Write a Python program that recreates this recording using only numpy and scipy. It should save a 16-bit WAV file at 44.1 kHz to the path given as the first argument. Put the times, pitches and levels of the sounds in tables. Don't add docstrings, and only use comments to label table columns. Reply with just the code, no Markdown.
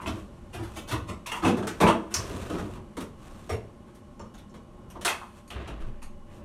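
import sys
import numpy as np
from scipy import signal
from scipy.fft import rfft, irfft, next_fast_len
from scipy.io import wavfile
from scipy.ndimage import uniform_filter1d, map_coordinates

SR = 44100
rng = np.random.default_rng(int(sys.argv[2]) if len(sys.argv) > 2 else 0)


def int16_out(signal):
    q = np.round(np.clip(np.atleast_2d(signal).T, -1, 1) * 32767)
    wavfile.write(sys.argv[1], SR, q.astype(np.int16))


def elevation(decibels):
    levels = np.asarray(decibels, float)
    return 10 ** (levels / 20)


N = 284385

# (time [s], shelf level [dB], weight: drawer over shelf [dB], hardness: edges over shelf [dB])
KNOCKS = [(1.264, -47, -23, 7.5), (1.317, -40.5, -4, 0.5), (1.57, -36, 5.5, -15), (1.626, -39, 3, -17),
          (1.671, -37.5, 0, -0.5), (1.803, -24.5, 3, -16), (1.81, -28.5, 3, -5.5), (2.408, -48.5, -8, -7),
          (2.14, -44.5, -4.5, 14), (2.498, -38.5, 6, -13.5), (2.583, -40, -3.5, -12.5),
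          (2.752, -51, 5, -13), (2.969, -40.5, 7.5, -7.5), (3.005, -47.5, 5, 1.5), (3.494, -39, -4, -8),
          (3.949, -71, 10, 11), (4.195, -45, -2, -21), (4.341, -57.5, -7, -3), (4.38, -65, -17, 5.5),
          (4.541, -52, 4, -11.5), (4.902, -57, -13, -4), (4.954, -43, -2.5, -29), (5.012, -47.5, -20, 0.5),
          (5.049, -30, -26, 3), (5.503, -45, -17, -6), (5.676, -45.5, 2.5, -8.5), (6.019, -52, -2, -7)]
BUMPS = [(.001, -46.5, 3.5, -9), (.055, -35.5, 3, -10), (.525, -42.5, 0.5, -6), (.618, -49.5, -13, -3.5),
         (1.071, -38.5, 1.5, -10.5), (2.1, -48, 5.5, -3.5), (.578, -44.5, 9, -14), (.755, -42, 1, -3),
         (.872, -43, -7, -1.5), (.899, -32.5, 1, -8), (1.348, -50.5, 3, 2), (1.419, -29.5, 3, -19),
         (1.437, -25, 5, -15.5), (1.462, -36.5, 7, -5), (1.592, -52.5, 13.5, -31), (1.811, -20, 0, -26.5),
         (1.858, -20.5, -2, -17), (1.878, -38.5, 7.5, -26), (2.29, -48, 10.5, -23), (2.528, -40.5, 6, -17),
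         (2.59, -47.5, 13, -26), (3.506, -45, 6.5, -7), (3.858, -58.5, -6, -15), (5.066, -36, -24, 1),
         (5.795, -54, 6.5, -10.5), (5.85, -56.5, 4.5, -14)]
# (centre [Hz], width [Hz], relative level [dB])
DRAWER_MODES = [(187, 34, 2.5), (243, 40.5, -2.5), (328, 29.7, 1), (453, 57, -4)]
SHELF_MODES = [(661, 105, 9), (868, 98, 12.5), (924, 208, 12), (1179, 180, 11.5), (1550, 196, 0)]
TUB_MODES = [(1760, 680, 0.99), (2650, 300, 5.85), (3340, 980, 0.98)]
EDGE_MODES = [(4050, 1600, 6), (6070, 3400, 11), (7660, 1500, -7), (9680, 3300, 15), (12500, 1400, 2),
              (15100, 2000, -17)]
# (time [s], level [dB])
THUMPS = [(.001, -44), (0.055, -34.5), (0.537, -39), (0.579, -32.5), (0.907, -28.5), (1.078, -36.5),
          (1.423, -30.5), (1.573, -40), (1.814, -26), (1.859, -37), (2.139, -38), (2.588, -38),
          (2.752, -42), (2.998, -46.5), (3.501, -29.5), (4.197, -45), (.95, -34.5), (5.851, -41.5),
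          (6.021, -47)]
# (centre [Hz], width [Hz], relative level [dB])
CABINET_MODES = [(66, 6.3, -7), (95.8, 25, -2.5), (108.2, 10.9, 1)]
# (time [s], level [dB], pitch [Hz], width of each of two stages [Hz])
RINGING_PARTIALS = [(2.142, -24.5, 5540, 1880), (3.492, -48, 5560, 90), (3.493, -36.5, 664, 131),
                    (3.499, -32, 420, 139), (3.503, -43, 2140, 400), (6.02, -57.5, 2650, 500),
                    (4.344, -63, 6600, 600), (4.38, -60, 3630, 600), (5.053, -35, 410, 152),
                    (5.051, -35, 4270, 700), (5.054, -29.5, 1380, 494), (5.215, -41, 1040, 420),
                    (5.505, -43.5, 2900, 900), (5.675, -51.5, 2760, 400)]
# (time [s], body level [dB], rim over body [dB])
RATTLES = [(.001, -40.5, -16), (0.02, -47, -22), (0.06, -36, -2.5), (0.074, -47, -22), (1.26, -42.5, -1),
           (1.271, -41.5, 0), (1.297, -42, 0.5), (1.318, -38.5, 4.5), (1.341, -35.5, -16),
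           (1.358, -40, -5.5), (1.374, -46, -13), (1.389, -50, -11), (1.45, -30.5, -0.5),
           (1.477, -34.5, -2), (1.866, -27, -2.5), (1.882, -22.5, -20), (2.148, -37, -10),
           (5.078, -32.5, 5)]
# (centre [Hz], width of each of two stages [Hz], relative level [dB])
LID_BODY_MODES = [(1015, 205, 2.5), (1158, 270, -5)]
LID_RIM_MODES = [(2200, 330, -5.5), (2650, 250, -0.7), (3356, 160, -5)]
# (time [s], level [dB], spacing [Hz])
TICKS = [(4.89, -69, 2950), (4.902, -53, 2930), (5.478, -54, 2200), (6.028, -49, 2200)]
# (time [s], level [dB])
CLINKS = [(4.194, -55.5), (4.496, -67), (4.560, -68)]
# (pitch [Hz], relative level [dB], time to fall 60 dB [s])
GLASS_MODES = [(4325, -2, 0.08), (5445, 1, 0.06), (5800, -5, .05), (6350, -7, 0.012), (7245, 2, 0.06),
               (9030, -11, 0.03)]
# (start [s], length [s], level [dB], fade by the end [dB],
# rustle over scrape [dB], tub's rasp over scrape [dB])
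SLIDES = [(0.131, 0.19, -50.5, 27, -7, -11), (1.54, 0.32, -63, -13, -6, -4),
          (2.184, 0.54, -43.5, 10, -7.5, -19), (5.536, 0.42, -47, 20.5, -25, -6),
          (6.287, 0.15, -68.5, 5, -4, 1)]
# (start [s], length [s], level [dB])
SLEEVE = [(.67, 0.081, -55), (3.2, 0.26, -57), (5.355, 0.014, -58.5), (6.335, 0.017, -59.5)]
# (frequency [Hz], density [dB per Hz])
RUMBLE_SPECTRUM = [(24, -52), (40, -2), (91, 5), (253, -15), (333, -3.5), (700, -13), (910, -58),
                   (1540, -120)]
RUSTLE_SPECTRUM = [(2060, -13), (3500, -4), (4930, -3.5), (9810, -2.5), (11900, -4), (16000, -15)]
# (time [s], level [dB], pitch [Hz], time to fall 60 dB [s])
AIR_SWINGS = [(5.544, -31, 65, 0.54), (5.71, -32, 52, 0.96), (5.806, -24.5, 18.96, 0.82),
              (6.031, -29.5, 16.3, 0.93)]
# (time [s], hum [dB], hiss [dB])
MACHINE_LEVELS = [(0, -47.5, -64.5), (1.2, -47.5, -66), (2.901, -48.5, -65.5), (3.702, -49, -67),
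                  (4.802, -50, -68), (6.45, -49.5, -69)]
# (frequency [Hz], density [dB per Hz])
HUM_SPECTRUM = [(11, -28), (18, 5), (92, 3.5), (133, -0.5), (192, -1.5), (389, -8.5), (418, -14.5),
                (573, -9), (677, -18), (1080, -17.5), (1500, -24.5), (1950, -65), (3300, -120)]
HISS_SPECTRUM = [(820, -16), (1400, 0.5), (1810, 0), (2720, -4), (2800, -2.5), (4000, -8), (7530, -10.5),
                 (8160, -9.5), (11300, -8.5), (16000, -34)]
# (centre [Hz], width [Hz], level [dB rms])
DUCT_BANDS = [(214.3, 48, -54.5), (354.8, 24, -62), (585.5, 39, -63.5), (818, 50, -67.5), (1075, 79, -64.5),
              (2930, 13, -79.5)]
# (frequency [Hz], time to fall 60 dB [s])
KITCHEN_DECAY = [(60, 0.071), (250, 0.4), (1000, 0.29), (4000, 0.23), (14000, 0.16)]
# (centre [Hz], width [Hz], depth [share])
HOUSING_DIPS = [(4960, 240, 0.49), (10500, 1560, 0.5)]

SIZE = 32768
EVENT_HZ = np.fft.rfftfreq(SIZE, 1 / SR)


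def unit(x):
    return x / np.sqrt(np.mean(x ** 2) + 1e-20)


def along(points, hz):
    f, v = np.transpose(points)
    return np.interp(np.log(hz + 1), np.log(f + 1), v)


def wobble(rate):
    knots = rng.standard_normal(int(N * rate / SR) + 4)
    return map_coordinates(knots, [np.arange(N) * rate / SR])


def noise(gain):
    m = next_fast_len(N)
    spectrum = rfft(rng.standard_normal(m)) * gain(np.fft.rfftfreq(m, 1 / SR))
    return unit(irfft(spectrum, m)[:N])


def resonances(modes, hz, offsets_db=None):
    if offsets_db is None:
        offsets_db = np.zeros(len(modes))
    total = 0
    for k, (centre, width, db) in enumerate(modes):
        mode = 1j * hz * width / (centre * centre - hz * hz + 1j * hz * width)
        total = total + (-1) ** k * elevation(db + offsets_db[k]) * mode
    return total


def two_stage(centre, width):
    return resonances([(centre, width, 0)], EVENT_HZ) ** 2


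def shifted(modes):
    detune = 0.049
    return [(centre * (1 + detune * rng.standard_normal()), width, db) for centre, width, db in modes]


def rung(modes):
    return resonances(shifted(modes), EVENT_HZ, 2.16 * rng.standard_normal(len(modes)))


def below(top_hz):
    return 1 / (1 + 1j * EVENT_HZ / top_hz) ** 2


def kitchen(build_up_s):
    f, t, z = signal.stft(rng.standard_normal(SR // 2), SR, nperseg=256)
    room = elevation(-60 * t / along(KITCHEN_DECAY, f)[:, None])
    hallway = elevation(-29.5 - 60 * t / 0.97)
    tail = signal.istft(z * (room + hallway), SR, nperseg=256)[1]
    tail *= 1 - np.exp(-np.arange(len(tail)) / SR / build_up_s)
    direct = 0.00038 / build_up_s
    return direct + rfft(tail / np.linalg.norm(tail), SIZE)


def add(out, s, db, spectrum):
    x = irfft(spectrum, SIZE)[:SR // 2]
    loudest = np.sqrt(np.abs(uniform_filter1d(x ** 2, size=SR // 50)).max())
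    out[round(s * SR):][:len(x)] += elevation(db) * x / loudest


def chatter(lasts_s, share, count):
    total = 1
    for delay, size in zip(*rng.random((2, count))):
        strength = share * (2 * size - 1) * (1 + 2 * delay)
        total = total + strength * np.exp(-2j * np.pi * EVENT_HZ * lasts_s * delay)
    return total


def contacts():
    tub_db, tub_hardens = -0.08, 0.57
    top_edge_hz, db_per_octave = 28000, 12
    drawer_band = below(780) * (1 - below(277)) ** 2
    shelf_band = below(2760) * (1 - below(250))
    tub_band = below(7400) * (1 - below(390))
    edge_band = 1 - below(11200)
    out = np.zeros(N + SR)
    # events, build-up [s], span of the bounces [s], strength of the bounces [share], number of bounces
    kinds = ((KNOCKS, 0.0015, 0.012, 0.2, 4), (BUMPS, 0.007, 0.016, 1.1, 12))
    for events, build_up_s, lasts_s, share, count in kinds:
        for s, db, weight, hard in events:
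            blow = chatter(lasts_s, share, count) * kitchen(build_up_s)
            blow = blow * below(top_edge_hz * 2 ** (hard / db_per_octave))
            add(out, s, db + weight, blow * drawer_band * rung(DRAWER_MODES))
            add(out, s, db, blow * shelf_band * rung(SHELF_MODES))
            add(out, s, db + tub_db + tub_hardens * hard, blow * tub_band * rung(TUB_MODES))
            add(out, s, db + hard, blow * edge_band * rung(EDGE_MODES))
    return out[:N]


def ringing_partials():
    out = np.zeros(N + SR)
    for s, db, pitch_hz, width in RINGING_PARTIALS:
        add(out, s, db, kitchen(0.00087) * two_stage(pitch_hz, width))
    return out[:N]


def thumps():
    out = np.zeros(N + SR)
    for s, db in THUMPS:
        add(out, s, db, kitchen(0.0061) * below(120) * rung(CABINET_MODES))
    return out[:N]


def scrape_and_rustle():
    grain = elevation(1.1 * wobble(60) + 2.2 * wobble(500))

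    def body(hz):
        drawer = elevation(10) * abs(resonances(DRAWER_MODES, hz))
        parts = abs(resonances(SHELF_MODES, hz)) + abs(resonances(TUB_MODES, hz)) + drawer
        return parts / (1 + (hz / 5000) ** 2)

    scrape = grain * noise(body)
    rustle = grain * noise(lambda hz: elevation(along(RUSTLE_SPECTRUM, hz)))
    return scrape, rustle


def stroke_gate(t, s, length):
    return np.clip(np.minimum(t - s + 0.037, s + length + 0.078 - t) / 0.063, 0, 1)


def sliding():
    rumble_db, fade_bends = 6, 1.83
    t, out = np.arange(N) / SR, np.zeros(N)
    rumble = unit(elevation(0.45 * wobble(48)) * noise(lambda hz: elevation(along(RUMBLE_SPECTRUM, hz))))
    scrape, rustle = scrape_and_rustle()

    def tub_colour(hz):
        return abs(resonances(TUB_MODES, hz)) * hz / (hz + 900) / (1 + (hz / 2400) ** 4)

    rasp = elevation(3.6 * wobble(35) + 1.8 * wobble(300)) * noise(tub_colour)
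    for s, length, db, fade_db, rustle_db, rasp_db in SLIDES:
        fade = fade_db * np.clip((t - s) / length, 0, 1) ** fade_bends
        layers = elevation(rumble_db) * rumble + scrape + elevation(rustle_db) * rustle + elevation(rasp_db) * rasp
        out += stroke_gate(t, s, length) * elevation(db - fade) * layers
    return out


def lid_rattles():
    out = np.zeros(N + SR)
    for s, db, rim_db in RATTLES:
        heard = kitchen(0.0006)
        for over, modes in ((0, LID_BODY_MODES), (rim_db, LID_RIM_MODES)):
            ring = sum(elevation(level) * two_stage(centre, width) for centre, width, level in shifted(modes))
            add(out, s, db + over, heard * ring)
    return out[:N]


def hollow_ticks():
    width_hz, rise_db, top_hz = 960, 2, 12500
    out = np.zeros(N + SR)
    for s, db, step_hz in TICKS:
        overtones = range(1, int(top_hz / step_hz) + 1)
        tones = sum(elevation(rise_db * k) * two_stage(k * step_hz, width_hz) for k in overtones)
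        add(out, s, db, kitchen(0.0009) * tones)
    return out[:N]


def bottle_clinks():
    ring = [(pitch, np.log(1000) / np.pi / t60, level) for pitch, level, t60 in GLASS_MODES]
    out = np.zeros(N + SR)
    for s, db in CLINKS:
        balance_db = 1.1 * rng.standard_normal(len(ring))
        add(out, s, db, kitchen(0.00084) * resonances(ring, EVENT_HZ, balance_db))
    return out[:N]


def door_air():
    t, out = np.arange(N) / SR, np.zeros(N)
    for s, db, hz, t60 in AIR_SWINGS:
        since = np.clip(t - s, 0, None)
        onset = 1 - np.exp(-since / 0.014)
        out += elevation(db - 60 * since / t60) * onset * np.sin(2 * np.pi * hz * since)
    return out


def sleeve():
    t, out = np.arange(N) / SR, np.zeros(N)
    scrape, rustle = scrape_and_rustle()
    for s, length, db in SLEEVE:
        out += stroke_gate(t, s, length) * elevation(db) * (scrape + elevation(-5.5) * rustle)
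    return out


def hum():
    s, hum_db, hiss_db = np.transpose(MACHINE_LEVELS)
    t = np.arange(N) / SR
    low_level = elevation(np.interp(t, s, hum_db) + 2.2 * wobble(3.91))
    low = low_level * noise(lambda hz: elevation(along(HUM_SPECTRUM, hz)))
    high_level = elevation(np.interp(t, s, hiss_db) + 0.12 * wobble(6.9))
    high = high_level * noise(lambda hz: elevation(along(HISS_SPECTRUM, hz)))
    bands = sum(elevation(db) * noise(lambda hz: 1 / (1 + ((hz - c) / w * 2) ** 2)) for c, w, db in DUCT_BANDS)
    return low + high + bands


def scene():
    handling = contacts() + ringing_partials() + thumps() + sliding()
    door = bottle_clinks() + door_air()
    return (handling + lid_rattles() + hollow_ticks() + door + sleeve() + hum())[None]


def band_limit(x):
    return signal.sosfilt(signal.butter(12, 16650, fs=SR, output="sos"), x)


def record(dry):
    m = next_fast_len(N + SR // 4)
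    hz = np.fft.rfftfreq(m, 1 / SR)
    dips = np.prod([1 - depth / (1 + ((hz - c) / w * 2) ** 2) for c, w, depth in HOUSING_DIPS], axis=0)
    roll_off = (hz < 15850) / (1 + (hz / 13000) ** 7)
    mix = irfft(rfft(dry, m) * dips * roll_off, m)[:, :N]
    return band_limit(mix)


dry = scene()
out = record(dry)
int16_out(out)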